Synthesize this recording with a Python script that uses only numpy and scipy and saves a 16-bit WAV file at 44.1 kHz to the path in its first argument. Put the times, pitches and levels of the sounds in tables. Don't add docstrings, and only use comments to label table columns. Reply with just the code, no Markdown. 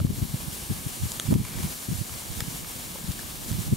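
import sys
import numpy as np
from scipy import signal
from scipy.io import wavfile

SR = 44100
rng = np.random.default_rng(int(sys.argv[2]) if len(sys.argv) > 2 else 0)


def natural_amplitude(level_db):
    exponent = np.asarray(level_db, float) / 20
    return 10 ** exponent


def master_out(mix):
    frames = np.transpose(np.atleast_2d(mix))
    ceiling = np.clip(frames, -1, 1)
    pcm = np.round(ceiling * 32767).astype(np.int16)
    wavfile.write(sys.argv[1], SR, pcm)


N = 165816

# freq_hz, likeness
LIKENESS = [(60, -0.047), (150, 0.87), (300, 0.46), (640, -0.21), (1400, -0.43), (3100, 0.51), (6800, 0.77),
            (15000, 0.78)]
# freq_hz, lead_db
LEFT_LEAD = [(300, -0.9), (2000, 0.5), (4500, -0.1), (8500, 3.5), (13000, 0.5)]
# freq_hz, density_db_per_hz
HISS_SPECTRUM = [(400, 0), (1200, 1), (1900, -1), (3500, -2.5), (5500, -3.5), (8500, -1), (11500, -2),
                 (14500, -6)]
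# freq_hz, width_hz, depth_0_to_1
GROUND_DIPS = [(1424, 235, 0.42), (1933, 203, 0.55), (2554, 240, 0.43)]
# start_s, peak_db, low_ring_hz, ring_vs_crack_db, high_ring_hz
POPS = [(0.0005, -19.5, 600, -3, 1290), (0.0665, -28, 1150, -3, 1700), (1.3402, -14.5, 4470, -17, 8000),
        (1.45, -24, 1020, -3, 2230), (1.484, -32, 1470, 3, 2380), (1.586, -29, 990, -6, 1830),
        (1.6315, -23, 1010, -6, 2890), (2.0944, -26.5, 1200, -5.5, 3020), (2.138, -33, 910, -5, 1300),
        (2.4072, -23, 1280, -9, 1820), (2.646, -26.5, 1210, -15, 1240), (2.957, -31.5, 556, 8, 910),
        (3.118, -21, 1170, -16, 3340), (3.192, -27, 1720, -4, 1660), (3.516, -22, 5000, -9, 8000),
        (3.528, -22, 1010, -10, 4460)]
# centre_s, length_s, level_db, flutter_hz
EDDIES_LEFT = [(0.013, 0.067, -20, 115.5), (0.05, 0.0043, -1.5, 115), (0.073, 0.01, -14, 89.0),
               (0.104, 0.017, -14, 166), (0.187, 0.014, -22, 103), (0.225, 0.021, -15.5, 94),
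               (0.254, 0.02, -26, 149), (0.345, 0.012, -20, 115), (0.703, 0.007, -22.5, 119),
               (0.72, 0.026, -22, 127), (0.87, 0.0087, -21, 122), (1.037, 0.015, -20.5, 104),
               (1.062, 0.03, -26.5, 124), (1.289, 0.011, -25, 118), (1.31, 0.014, -17, 183),
               (1.357, 0.019, -11.5, 157), (1.384, 0.045, -22.5, 150), (1.446, 0.028, -28, 121),
               (1.603, 0.023, -27.5, 149), (1.647, 0.026, -24, 132), (1.888, 0.0056, -20.5, 161),
               (1.923, 0.028, -22, 144), (2.425, 0.01, -23, 92.0), (3.097, 0.032, -23.5, 143),
               (3.525, 0.02, -29, 132), (3.564, 0.024, -30, 125), (3.598, 0.07, -35, 168),
               (3.68, 0.022, -27.5, 136), (3.716, 0.0092, -24, 178), (3.732, 0.016, -12, 129)]
# centre_s, length_s, level_db, flutter_hz
EDDIES_RIGHT = [(0.015, 0.025, -17.5, 124), (0.052, 0.039, -18.5, 108), (0.095, 0.036, -27, 134),
                (0.13, 0.0077, -19.5, 128.0), (0.229, 0.022, -20.5, 157), (0.348, 0.016, -21.5, 120),
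                (0.483, 0.021, -27, 120), (0.705, 0.019, -24, 141), (0.863, 0.012, -26, 122),
                (1.035, 0.063, -25.5, 98.5), (1.268, 0.037, -30, 88.0), (1.291, 0.017, -17, 132),
                (1.327, 0.013, -12, 210), (1.36, 0.016, -17, 170), (1.404, 0.014, -16.5, 102),
                (1.581, 0.037, -27, 121), (1.648, 0.056, -27, 162), (1.901, 0.022, -24.5, 116),
                (1.949, 0.037, -26, 86), (1.988, 0.019, -24.5, 79.4), (2.015, 0.024, -22, 105),
                (2.308, 0.028, -28.5, 93), (2.384, 0.035, -30, 89), (2.483, 0.014, -26, 141),
                (3.093, 0.0076, -24, 122), (3.52, 0.025, -20.5, 123), (3.548, 0.015, -23, 120),
                (3.595, 0.039, -24, 135), (3.686, 0.08, -30.0, 138), (3.73, 0.02, -14, 138)]
# centre_s, length_s, level_db, flutter_hz
FURTHER_EDDIES_LEFT = [
    (1.327, 0.015, -16, 249),
    (1.414, 0.017, -28, 169),
    (2.12, .03, -34, 89),
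    (3.05, 0.023, -36, 112),
    (.3, 0.023, -31, 100),
    (1.55, 0.025, -38, 130),
]
# centre_s, length_s, level_db, flutter_hz
FURTHER_EDDIES_RIGHT = [
    (1.311, 0.019, -20, 194),
    (1.344, 0.013, -17.5, 130),
    (1.385, 0.029, -25, 200),
    (1.415, 0.0069, -19, 172),
    (2.15, 0.045, -40, 88),
    (3.25, 0.017, -36, 90),
]
# time_s, level_db
BREEZE_LEVEL = [(0, -29), (.3, -38), (.55, -39.5), (.78, -39.5), (.95, -43), (1.15, -44.5), (1.5, -37.5),
                (1.7, -38), (1.8, -47), (2.1, -44.5), (2.25, -42.5), (2.52, -39.5), (2.75, -45),
                (2.95, -42), (3.05, -42), (3.2, -41), (3.38, -42), (3.6, -37.5)]
# freq_hz, density_db_per_hz
BREEZE_SPECTRUM = [(25, -5), (50, 3), (110, -2), (200, -0.5), (300, -9), (450, -20), (900, -50)]
# centre_s, peak_db, swing_hz
SLAPS = [
    (1.329, -15, 300),
    (1.327, -27, 620),
    (1.323, -24, 400),
    (1.311, -25, 480),
    (.222, -30, 330),
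    (.05, -30, 380),
    (1.915, -31, 300),
    (3.512, -31, 330),
    (3.73, -30, 330),
]
# start_s, peak_db
SNAPS = [
    (1.1187, -12),
    (1.1981, -9.5),
    (2.4049, -13.5),
]
# ring_hz, level_db, ring_cycles
SNAP_RINGS = [
    [(565, -13, 4), (1010, -15, 7), (3210, -12, 12), (4500, -4, 18), (6050, -10, 44), (7140, -1, 40),
     (8600, 0, 19), (9600, -9, 47), (14450, -13, 60)],
    [(600, -10, 2.5), (1255, -14, 16), (3400, 0, 9), (4640, -16, 34), (5800, -15, 42), (6450, -9, 45),
     (8100, -4, 20), (10700, -5, 26), (12750, -14, 56)],
    [(600, -5, 2.5), (1760, -7, 13), (2150, -7, 16), (4200, 1, 11), (5460, -8, 40), (6900, -5, 38),
     (8140, -3, 30), (9230, -9, 50), (13600, -2, 33)],
]
# start_s, depth_db, hold_s
DUCKS = [
    (0.045, 7.5, .04),
    (0.224, 2, 0.086),
    (1.344, 4, 0.069),
    (1.93, 1, 0.09),
    (3.739, 2.5, .066),
]

HISS_DB, HISS_FADE_DB_PER_S = -38.5, .3
BOUNCE_S, BOUNCE_GAIN = .000707, .13
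TICKS_PER_S, TICK_DB, TICK_CYCLES = 60, -58, 5.0
CRACK_RISE_S, CRACK_FALL_S, CRACK_LOW_HZ, CRACK_TOP_RATIO = .0002, .001, 200, 3.8
POP_RING_CYCLES, POP_SPREAD = 12, .35
EDDY_WIDTH, EDDY_WOBBLE, EDDY_PUSH, EDDY_DB = 0.48, 0.35, 0.35, 4.5
STEEP_BASE, STEEP_PER_DB = .35, .01
PORT_LOW_HZ, EDDY_TOP_HZ, EDGE_HZ = 42, 560, 260
EDDY_CROSS, EDGE_CROSS = 0.023, -.2
SLAP_S, SLAP_STEEP, SLAP_LEFT = .0032, 1.3, .3
SPLINTER_S, SPLINTER_GAIN, SPLINTER_DB = .0006, .4, -24
JET_START_S, JET_FULL_S, JET_END_S, JET_DB = 1.26, 1.51, 1.78, -45.5
WHISTLE_HZ, WHISTLE_WIDTH_HZ, WHISTLE_GAIN = 2300, 150, 1.3
DUCK_ATTACK_S, DUCK_RELEASE_S, START_DUCK_DB = 0.012, 0.063, 7
TOP_CUT_HZ = 15740
OPPOSED = np.array([[1], [-1]])


def rms_one(x):
    return x / np.sqrt(np.mean(x ** 2) + 1e-20)


def at_hz(points, hz):
    table_hz, values = np.array(points)[:, 0], np.array(points)[:, 1]
    return np.interp(np.log(hz), np.log(table_hz), values)


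def drift(rate_hz):
    pole = np.exp(-80 * np.pi * rate_hz / SR)
    white = rng.standard_normal(N // 40 + 2002)
    slow = signal.lfilter([1], [1, -2 * pole, pole * pole], white)[2000:]
    return np.interp(np.arange(N) / 40, np.arange(len(slow)), rms_one(slow))


def ring(clicks, hz, t60_s):
    pole, turn = natural_amplitude(-60 / (t60_s * SR)), 2 * np.pi * hz / SR
    return signal.lfilter([0, np.sin(turn)], [1, -2 * pole * np.cos(turn), pole * pole], clicks + 1e-18)


def bandpass(x, low_hz, high_hz):
    return signal.sosfilt(signal.butter(2, [low_hz, high_hz], "band", fs=SR, output="sos"), x)


def banded_noise(spectrum, edges_hz, shared_db, own_db, shared_rate_hz, own_rate_hz):
    out, together = 0, drift(shared_rate_hz)
    white = rng.standard_normal((2, 2, N + 8000))
    for k, (low_hz, high_hz) in enumerate(zip(edges_hz, edges_hz[1:])):
        mid, side = bandpass(white[k % 2], low_hz, high_hz)[:, 8000:]
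        hz = np.sqrt(low_hz * high_hz)
        alike = np.clip(at_hz(LIKENESS, hz), -1, 1)
        gain = natural_amplitude(at_hz(spectrum, hz) + shared_db * together + own_db * drift(own_rate_hz))
        stereo = np.sqrt(1 + alike) * mid + np.sqrt(1 - alike) * side * OPPOSED
        out = out + gain * stereo * natural_amplitude(at_hz(LEFT_LEAD, hz) / 2 * OPPOSED)
    return rms_one(out)


def hiss():
    x = banded_noise(HISS_SPECTRUM, 200 * 2 ** np.arange(0, 6.7, .3), shared_db=1.0, own_db=.5,
                     shared_rate_hz=14, own_rate_hz=1.36)
    for hz, width_hz, depth in GROUND_DIPS:
        peak = signal.lfilter(*signal.iirpeak(hz, hz / width_hz, fs=SR), x)
        x = x - np.clip(depth, 0, 1) * peak
    bright = signal.sosfiltfilt(signal.butter(2, 5000, "high", fs=SR, output="sos"), x)
    x = x + BOUNCE_GAIN * np.roll(bright, round(BOUNCE_S * SR), axis=1)
    return natural_amplitude(HISS_DB + 2.5 - HISS_FADE_DB_PER_S * np.arange(N) / SR) * x


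def ticks():
    happens = rng.random(N) < TICKS_PER_S / SR
    sizes = natural_amplitude(4.3 * np.minimum(rng.exponential(1, N), 2)) * rng.choice([-1, 1], N) * happens
    dealt = rng.integers(0, 12, N)
    out = 0
    for k, hz in enumerate(np.geomspace(700, 9000, 12)):
        out = out + ring(sizes * (dealt == k), hz, TICK_CYCLES / hz)
    return natural_amplitude(TICK_DB + 17) * out


def pops():
    out, t = np.zeros((2, N + 2000)), np.arange(2000) / SR
    burst = (1 - np.exp(-t / CRACK_RISE_S)) * np.exp(-t / CRACK_FALL_S)
    noise = rng.standard_normal((len(POPS), 2, len(t)))
    for (s, db, low_hz, ring_db, high_hz), (mid, side) in zip(POPS, noise):
        splinters = burst * (mid + POP_SPREAD * side * OPPOSED)
        crack = bandpass(splinters, CRACK_LOW_HZ, min(CRACK_TOP_RATIO * high_hz, .45 * SR))
        note = 0
        for hz in (low_hz, high_hz):
            push = burst * np.abs(mid) * np.sin(2 * np.pi * hz * t)
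            note = note + ring(push, hz, POP_RING_CYCLES / hz) * hz ** 0.6
        pop = crack / np.abs(crack).max() + natural_amplitude(ring_db) * note / np.abs(note).max()
        out[:, int(s * SR):int(s * SR) + len(t)] += natural_amplitude(db) * pop / np.abs(pop).max()
    return out[:, :N]


def eddies(table):
    out, t = np.zeros(N), np.arange(N) / SR
    chance = rng.uniform(-1.2, 1, (len(table), 5))
    for (s, length_s, db, hz), (a, b, c, d, e) in zip(table, chance):
        near = slice(max(0, int((s - 3 * length_s) * SR)), int((s + 3 * length_s) * SR))
        u = (t[near] - s) / (EDDY_WIDTH * length_s)
        wobble = np.sin(2.59 * u + np.pi * c) + .5 * np.sin(5.43 * u + np.pi * b)
        turn = 2 * np.pi * hz * (t[near] - s) + EDDY_WOBBLE * min(hz * length_s, 4.0) * wobble
        steep = max(STEEP_BASE + STEEP_PER_DB * (db + 25), 0)
        swing = np.sin(turn + np.pi * a + steep * np.sin(turn + np.pi * d))
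        swing = swing + EDDY_PUSH * np.sin(turn / 2 + np.pi * e)
        bell = np.exp(-u ** 2)
        balanced = swing - np.sum(swing * bell) / np.sum(bell)
        out[near] += natural_amplitude(db + EDDY_DB) * bell * balanced
    return out


def slaps():
    out, t = np.zeros(N), np.arange(N) / SR
    for s, db, hz in SLAPS:
        turn = 2 * np.pi * hz * (t - s)
        swing = np.cos(turn + SLAP_STEEP * np.sin(turn + 1) ** 3)
        out += natural_amplitude(db) * swing * np.exp(-((t - s) / SLAP_S) ** 2)
    return out * np.array([[-SLAP_LEFT], [1]])


def wind():
    main = np.array([eddies(EDDIES_LEFT), eddies(EDDIES_RIGHT)])
    further = np.array([eddies(FURTHER_EDDIES_LEFT), eddies(FURTHER_EDDIES_RIGHT)])
    band = signal.butter(2, [PORT_LOW_HZ, EDDY_TOP_HZ], "band", fs=SR, output="sos")
    both = signal.sosfiltfilt(band, main + further)
    edges = signal.sosfilt(signal.butter(2, EDGE_HZ, "high", fs=SR, output="sos"), both)
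    crossed = (EDDY_CROSS * both + EDGE_CROSS * edges)[::-1]
    flutter = banded_noise(BREEZE_SPECTRUM, 22 * 2 ** np.arange(0, 5.6, .5), shared_db=1.5, own_db=1.2,
                           shared_rate_hz=25, own_rate_hz=10)
    level_db = np.interp(np.arange(N) / SR, *np.transpose(BREEZE_LEVEL))
    return both + crossed + slaps() + natural_amplitude(level_db) * flutter


def snaps():
    out, t = np.zeros((2, N + 2000)), np.arange(2000) / SR
    noise = rng.standard_normal((len(SNAPS), 2, len(t)))
    for (s, db), rings, (mid, side) in zip(SNAPS, SNAP_RINGS, noise):
        clicks = natural_amplitude(SPLINTER_DB) * np.exp(-t / CRACK_FALL_S) * (mid + side * OPPOSED)
        clicks[:, [0, round(SPLINTER_S * SR)]] += [1, SPLINTER_GAIN]
        snap = 0
        for k, (hz, ring_db, cycles) in enumerate(rings):
            snap = snap + (-1) ** k * natural_amplitude(ring_db) * ring(clicks, hz, cycles / hz)
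        out[:, int(s * SR):int(s * SR) + len(t)] += natural_amplitude(db) * snap / np.abs(snap).max()
    return out[:, :N]


def jet():
    x = bandpass(rng.standard_normal(N), 700, 4000)
    whistle = signal.lfilter(*signal.iirpeak(WHISTLE_HZ, WHISTLE_HZ / WHISTLE_WIDTH_HZ, fs=SR), x)
    swell = np.interp(np.arange(N) / SR, [JET_START_S, JET_FULL_S, JET_END_S], [0, 1, 0])
    return natural_amplitude(JET_DB + 1.2 * drift(26)) * swell * rms_one(x + WHISTLE_GAIN * whistle)


def scene():
    return hiss() + ticks() + pops() + wind() + snaps() + jet()


def band_limit(x):
    return signal.sosfilt(signal.butter(12, 15880, fs=SR, output="sos"), x)


def record(dry):
    t = np.arange(N) / SR
    first_s = DUCKS[0][0]
    duck_db = START_DUCK_DB * (t < first_s) * np.clip(1 - t / first_s, 0, 1)
    for s, depth_db, hold_s in DUCKS:
        rise = 1 - np.exp(-np.maximum(t - s + 2 * DUCK_ATTACK_S, 0) / DUCK_ATTACK_S)
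        release = np.exp(-np.maximum(t - s - hold_s, 0) / DUCK_RELEASE_S)
        duck_db = duck_db + depth_db * rise * release
    low_pass = signal.ellip(12, .5, 75, TOP_CUT_HZ, fs=SR, output="sos")
    mix = signal.sosfilt(low_pass, dry * natural_amplitude(-duck_db))
    return band_limit(mix)


dry = scene()
out = record(dry)
master_out(out)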